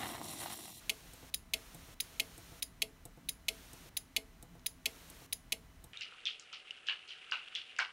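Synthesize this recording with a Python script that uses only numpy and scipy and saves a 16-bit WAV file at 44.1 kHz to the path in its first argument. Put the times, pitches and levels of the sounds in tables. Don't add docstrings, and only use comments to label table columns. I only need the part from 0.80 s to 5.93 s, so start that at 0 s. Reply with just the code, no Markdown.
import sys
import numpy as np
from scipy import signal
from scipy.fft import rfft, irfft, next_fast_len
from scipy.io import wavfile
from scipy.ndimage import uniform_filter1d

SR = 44100
rng = np.random.default_rng(int(sys.argv[2]) if len(sys.argv) > 2 else 0)


def waveform_to_disk(signal):
    frames = np.transpose(np.atleast_2d(signal))
    scaled = np.clip(frames, -1, 1) * 32767
    samples = np.round(scaled).astype(np.int16)
    wavfile.write(sys.argv[1], SR, samples)


def magnitude_from_level(level_db):
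    exponent = np.asarray(level_db, float) / 20
    return 10 ** exponent


N = 226365
QUIET_TOP_HZ = 15790

OPENINGS = [
    .5399,
    1.2015,
    1.8233,
    2.4877,
    3.168,
    3.8611,
    4.5257,
]


def unit(x):
    return x / np.sqrt(np.mean(x ** 2) + 1e-20)


def along(points, hz):
    f, v = np.transpose(points)
    return np.interp(np.log(hz + 1), np.log(f + 1), v)


def filtered(x, response):
    m = next_fast_len(x.shape[-1] + SR // 2)
    spectrum = rfft(x, m) * response(np.fft.rfftfreq(m, 1 / SR))
    return irfft(spectrum, m)[..., :x.shape[-1]]


def peak(f, hz, width):
    return 1j * f * width / (hz * hz - f * f + 1j * f * width + 1e-9)


def noise(response):
    return unit(filtered(rng.standard_normal(N), lambda f: response(f) * (f < QUIET_TOP_HZ)))


def burst_noise(count, response):
    return unit(filtered(rng.standard_normal(count), response))


def ring(modes, t, attack, spread_db):
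    t = np.maximum(t, 0)
    scatter = spread_db * rng.standard_normal(len(modes))
    total = 0
    for k, (hz, db, t60) in enumerate(modes):
        decay = magnitude_from_level(db + scatter[k] - 60 * t / t60)
        total = total + (-1) ** k * decay * np.sin(2 * np.pi * hz * t)
    return total * (1 - np.exp(-t / attack))


def add(track, s, x):
    part = track[round(s * SR):][:len(x)]
    part += x[:len(part)]


def armature(clicks, db, blows, after, tail, tail_db, thud_db):
    # pitch_hz, level_db, t60_s
    desk_modes = [(227, -4.5, 0.12), (250.4, -15.5, 0.19), (272, -9.5, 0.47), (318, -11.5, 0.068),
                  (432.5, -3.5, 0.28), (454.3, -8, 0.4), (552, -46, 0.086), (658.4, 0.5, .19),
                  (824, 3, 0.049), (1290, -14, .03)]
    air, desk, lead = np.zeros(N), np.zeros(N), 0.005
    t = np.arange(SR // 5) / SR - lead
    early = t[:SR // 25]
    grains = rng.standard_normal((len(blows), len(early)))
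    rattle = filtered(grains, lambda f: peak(f, 5930, 10400) ** 2 * (f < 16900))
    fade = sum(magnitude_from_level(part_db - 60 * t / t60) for part_db, t60 in tail_db)
    fade = fade * np.clip(t / 0.0072, 0, 1) ** 2
    usual = rng.standard_normal(len(t))
    for s in clicks:
        click = ring(after, t - 0.003, attack=0.001, spread_db=3.0)
        shiver = usual + rng.standard_normal(len(t)) / 3
        click += fade * unit(filtered(shiver, lambda f: magnitude_from_level(along(tail, f)) * (f < QUIET_TOP_HZ)))
        for (ms, crack_db, modes), grit in zip(blows, rattle):
            late = early - ms / 1000 - 0.00001 * ms * rng.standard_normal()
            struck = [(hz, level, t60_ms / 1000) for hz, level, t60_ms in modes]
            blow = ring(struck, late, attack=0.00032, spread_db=0.95)
            crack = magnitude_from_level(crack_db - 60 * np.abs(late) / 0.0096) * (late > 0) * grit
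            add(click, 0, blow + crack)
        add(air, s - lead, magnitude_from_level(db) * click)

        boom = burst_noise(len(t), lambda f: peak(f, 454, 540) ** 2)
        boom_fade = magnitude_from_level(-5.0 - 60 * t / 0.21) * np.clip(t / 0.0026, 0, 1)
        thud = ring(desk_modes, t - 0.001, attack=0.0042, spread_db=2.0) + boom_fade * boom
        add(desk, s - lead, magnitude_from_level(db + thud_db) * thud)
    return air, desk


def relay_closing():
    # (pitch_hz, level_db, t60_ms)
    blows = [
        (-3, -34, [(3900, -40, 16)]),
        (-0.18, -9.5, [(2276, -2.5, 8.9), (3270, 6, 2.12), (4870, -5.5, 4.6), (6350, -6, 4), (8740, -10, 4.5), (11220, -6, 6.6), (15340, -18, 14)]),
        (2.0, -9, [(3030, -6.5, 9.4), (4150, -2, 7.8), (3630, -5, 5.5)]),
        (3, -13, [(2210, -20, 3.5), (4510, -7, 13), (5500, -32, 5.4), (7700, -24, 5.5), (10820, -10, 12.3)]),
        (4.5, -22.5, [(3040, -4, 10.6), (2545, -6.5, 12.4), (3320, -13.5, 26), (6300, -9, 6.2), (10340, -5.5, 7.2), (13200, -13, 9)]),
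    ]
    # pitch_hz, level_db, t60_s
    after = [(2140, -29, 0.1), (2446, -30, 0.065), (2640, -30, 0.05), (2840, -34, 0.082),
             (3020, -42, 0.044), (3460, -27, 0.019), (3980, -29.5, 0.06), (6050, -31, 0.038)]
    # pitch_hz, density_db per Hz
    tail = [(710, -57), (1200, -66), (1850, -19), (2180, -2.5), (2560, -10), (4080, -13), (5470, -7.5),
            (5970, -27), (7570, -6), (7910, -15), (10500, -10.5), (14000, -23), (16000, -58)]
    first_s, off_s = 0.0956, 0.1966
    times = [first_s] + [s + off_s for s in OPENINGS]
    return armature(times, -17, blows, after, tail, tail_db=[(-9.5, 0.035), (-37, 0.24)], thud_db=-32.5)


def relay_opening():
    # (pitch_hz, level_db, t60_ms)
    blows = [
        (0, -21, [(3830, -6.5, 16.3), (2620, -13.5, 6.5), (5800, -20, 9.8), (9560, -4.5, 2.9), (13300, -10, 4.1), (15000, -19, 6)]),
        (3.3, -8, [(2325, -4.5, 4), (6310, -15, 9.7), (12160, -13.5, 15), (15600, -4.5, 7.2)]),
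        (4.0, -17, [(10360, 3.5, 4.9), (9780, -6, 5.5), (4930, -4.5, 14.4), (3270, -7.5, 4.8), (7470, -13.5, 13)]),
        (6.0, -8, [(10500, -7, 15), (6730, -29, 2.6)]),
        (8, -28, [(10270, -12.5, 6.4), (12900, -10.5, 6.7), (6450, -6, 4.3), (5070, -19, 9), (15400, -20, 7)]),
    ]
    # pitch_hz, level_db, t60_s
    after = [(2140, -40, .08), (3320, -42, 0.03), (3840, -24, .055), (4940, -21, 0.067), (10200, -37, 0.07),
             (10200, -36, 0.13), (10600, -33, .1)]
    # pitch_hz, density_db per Hz
    tail = [(710, -65), (1200, -31), (2150, -11.5), (3250, -11), (3740, -20), (4360, -7.5), (5020, -0.5),
            (5530, -18), (6950, -2), (7910, -20), (10100, 1.5), (14200, -24), (16000, -18)]
    # pitch_hz, width_hz, depth (0-1)
    shadow = (8000, 820, 0.85)
    air, desk = armature(OPENINGS, -19, blows, after, tail, tail_db=[(-6.5, 0.03), (-29.5, 0.2)], thud_db=-46)
    hz, width, depth = shadow
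    return filtered(air, lambda f: 1 - depth * peak(f, hz, width)), desk


def small_case(x):
    def response(f):
        ratio = f / 1470
        return (1j * ratio) ** 2 / (1 + 1.3j * ratio - ratio ** 2)
    return filtered(x, response)


def button():
    # start_s, snap_db, thud_db
    presses = [
        (.3342, -35.5, -59),
        (.9457, -33, -56),
        (1.5783, -34, -56.5),
        (2.2528, -30.5, -54),
        (2.932, -33.5, -56.5),
        (3.6259, -33, -56),
        (4.2997, -33, -62),
        (5.0404, -33.5, -58),
    ]
    releases = [
        .4264,
        1.0847,
        1.7174,
        2.3727,
        3.057,
        3.7507,
        4.4173,
    ]
    # pitch_hz, level_db, t60_s
    dome = [(3820, -17, 0.007), (7890, -13.5, 0.015), (8450, -13, 0.0092), (10200, -8, 0.0031),
            (11800, -13, 0.0041)]
    # pitch_hz, level_db, t60_s
    pad_modes = [(122, 4.5, 0.071), (180, -5, 0.058), (262, -6, 0.064), (326, 1.5, 0.053), (489, -4, 0.084),
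                 (688, -3.5, 0.092), (853, -5, 0.061), (1340, -14, 0.03)]
    release_snap_db, release_thud_db = -53, -57.5
    out, t = np.zeros(N), np.arange(SR // 10) / SR
    for s, snap_db, thud_db in sorted(list(presses) + [(s, release_snap_db, release_thud_db) for s in releases]):
        fizz = burst_noise(len(t), lambda f: peak(f, 9500, 9500) ** 2 * (f < QUIET_TOP_HZ))
        bursts = magnitude_from_level(-8.0 - 60 * t / 0.007)
        bursts += magnitude_from_level(-23.5 - 60 * np.abs(t - 0.004) / 0.019)
        bursts += magnitude_from_level(-26 - 60 * t / 0.093)
        snap = ring(dome, t, attack=0.0001, spread_db=3.0)
        snap += magnitude_from_level(7.0) * ring(dome, t - 0.0035, attack=0.001, spread_db=3.0)
        thump = magnitude_from_level(thud_db + 3.0) * ring(pad_modes, t, attack=0.0021, spread_db=0.5)
        add(out, s + 0.00062, magnitude_from_level(snap_db - 4.5) * (snap + bursts * fizz) + thump)
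        scuff = burst_noise(len(t), lambda f: peak(f, 570, 1000) ** 2)
        add(out, s, magnitude_from_level(thud_db - 6.5 - 60 * t / 0.19) * (1 - np.exp(-t / 0.0062)) * scuff)
    return out


def wire():
    # start_s, peak_db
    ticks = [
        (3.795, -47),
    ]
    out, t = np.zeros(N), np.arange(SR // 10) / SR
    modes = [(5200, 2, 0.004), (3300, -4, 0.005), (6600, -5, 0.005)]  # Hz, dB, t60 s
    for s, db in ticks:
        add(out, s, magnitude_from_level(db - 3) * ring(modes, t, attack=0.0003, spread_db=1.0))
    return out


def walls(x):
    # pitch_hz, t60_s
    decay = [(300, 0.15), (2000, 0.13), (6000, 0.14), (10500, 0.21), (16000, 0.13)]
    hz, t, z = signal.stft(rng.standard_normal(SR // 2), SR, nperseg=256)
    tail = signal.istft(z * magnitude_from_level(-60 * t / along(decay, hz)[:, None]), SR, nperseg=256)[1]
    tail = filtered(tail, lambda f: f < QUIET_TOP_HZ)
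    delayed = np.pad(x, (150, 0))
    return signal.fftconvolve(delayed, tail / np.linalg.norm(tail))[:N]


def hiss():
    # start_s, stop_s
    spans = [
        (0, 0.502),
        (0.746, 1.144),
        (1.218, 1.804),
        (2.682, 3.093),
        (4.06, 4.465),
    ]
    # pitch_hz, density_db per Hz
    colour = [(100, -31), (300, 4.5), (700, 1), (1400, 1.5), (3000, 1), (6000, -1), (10000, -3),
              (14000, -6), (17000, -11)]
    t = np.arange(N) / SR
    gate = magnitude_from_level(-59) * sum(1. * (t >= start) * (t < stop) for start, stop in spans)
    return uniform_filter1d(gate, size=45) * noise(lambda f: magnitude_from_level(along(colour, f)))


def low_hum():
    # peak_s, peak_db
    surges = [
        (.27, -63),
        (.97, -59),
        (1.5, -63),
        (1.69, -67),
        (2.47, -64),
        (3.03, -63),
        (3.73, -56),
        (4.25, -66),
        (4.81, -66),
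    ]
    hum_hz, rest_db, surge_s = 167.5, -69.5, 0.045
    t = np.arange(N) / SR
    swell = magnitude_from_level(rest_db) + sum(magnitude_from_level(db) * np.exp(-((t - s) / surge_s) ** 2) for s, db in surges)
    drift = noise(lambda f: peak(f, 0, 10.4) * (f > 1))
    return swell * np.sin(2 * np.pi * hum_hz * t + 0.73 * drift)


def digital_whine():
    t, out = np.arange(N) / SR, np.zeros(N)
    for k in range(2, 14):
        out += magnitude_from_level(-79.5 - 0.82 * k) * np.sin(2 * np.pi * (1000 * k * t + rng.random()))
    return out


def ventilation():
    # pitch_hz, density_db per Hz
    rumble = [(15, -43), (30, 2), (60, 0), (100, -7.5), (200, -12), (330, -17.5), (520, -24), (900, -21.5),
              (1300, -22.5), (2000, -24.5), (4000, -30.5), (8000, -33.5), (16000, -37.5)]
    # pitch_hz, width_hz, level_db
    fan = [(258.4, 41, -72.5), (655, 25, -79.5)]
    out = magnitude_from_level(-60) * noise(lambda f: magnitude_from_level(along(rumble, f)))
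    for hz, width, db in fan:
        out += magnitude_from_level(db) * noise(lambda f: peak(f, hz, width) ** 2)
    return out


def scene():
    closing, closing_thud = relay_closing()
    opening, opening_thud = relay_opening()
    near = small_case(closing + opening) + closing_thud + opening_thud + button() + wire()
    background = hiss() + ventilation() + low_hum() + digital_whine()
    return (near + magnitude_from_level(-20.5) * walls(near) + background)[None]


def top_cut(x):
    return signal.sosfilt(signal.butter(12, 17150, fs=SR, output="sos"), x)


def record(dry):
    # pitch_hz, width_hz, depth (0-1)
    dips = [(4850, 380, 0.46), (7820, 850, 0.4), (10340, 690, 0.45)]
    # pitch_hz, level_db
    top_curve = [(15900, 0), (16300, -10), (16700, -28), (17200, -60)]
    notched = filtered(dry, lambda f: 1 - sum(depth * peak(f, hz, width) for hz, width, depth in dips))
    mix = filtered(notched, lambda f: magnitude_from_level(along(top_curve, f)))
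    return top_cut(mix)


dry = scene()
out = record(dry)
waveform_to_disk(out)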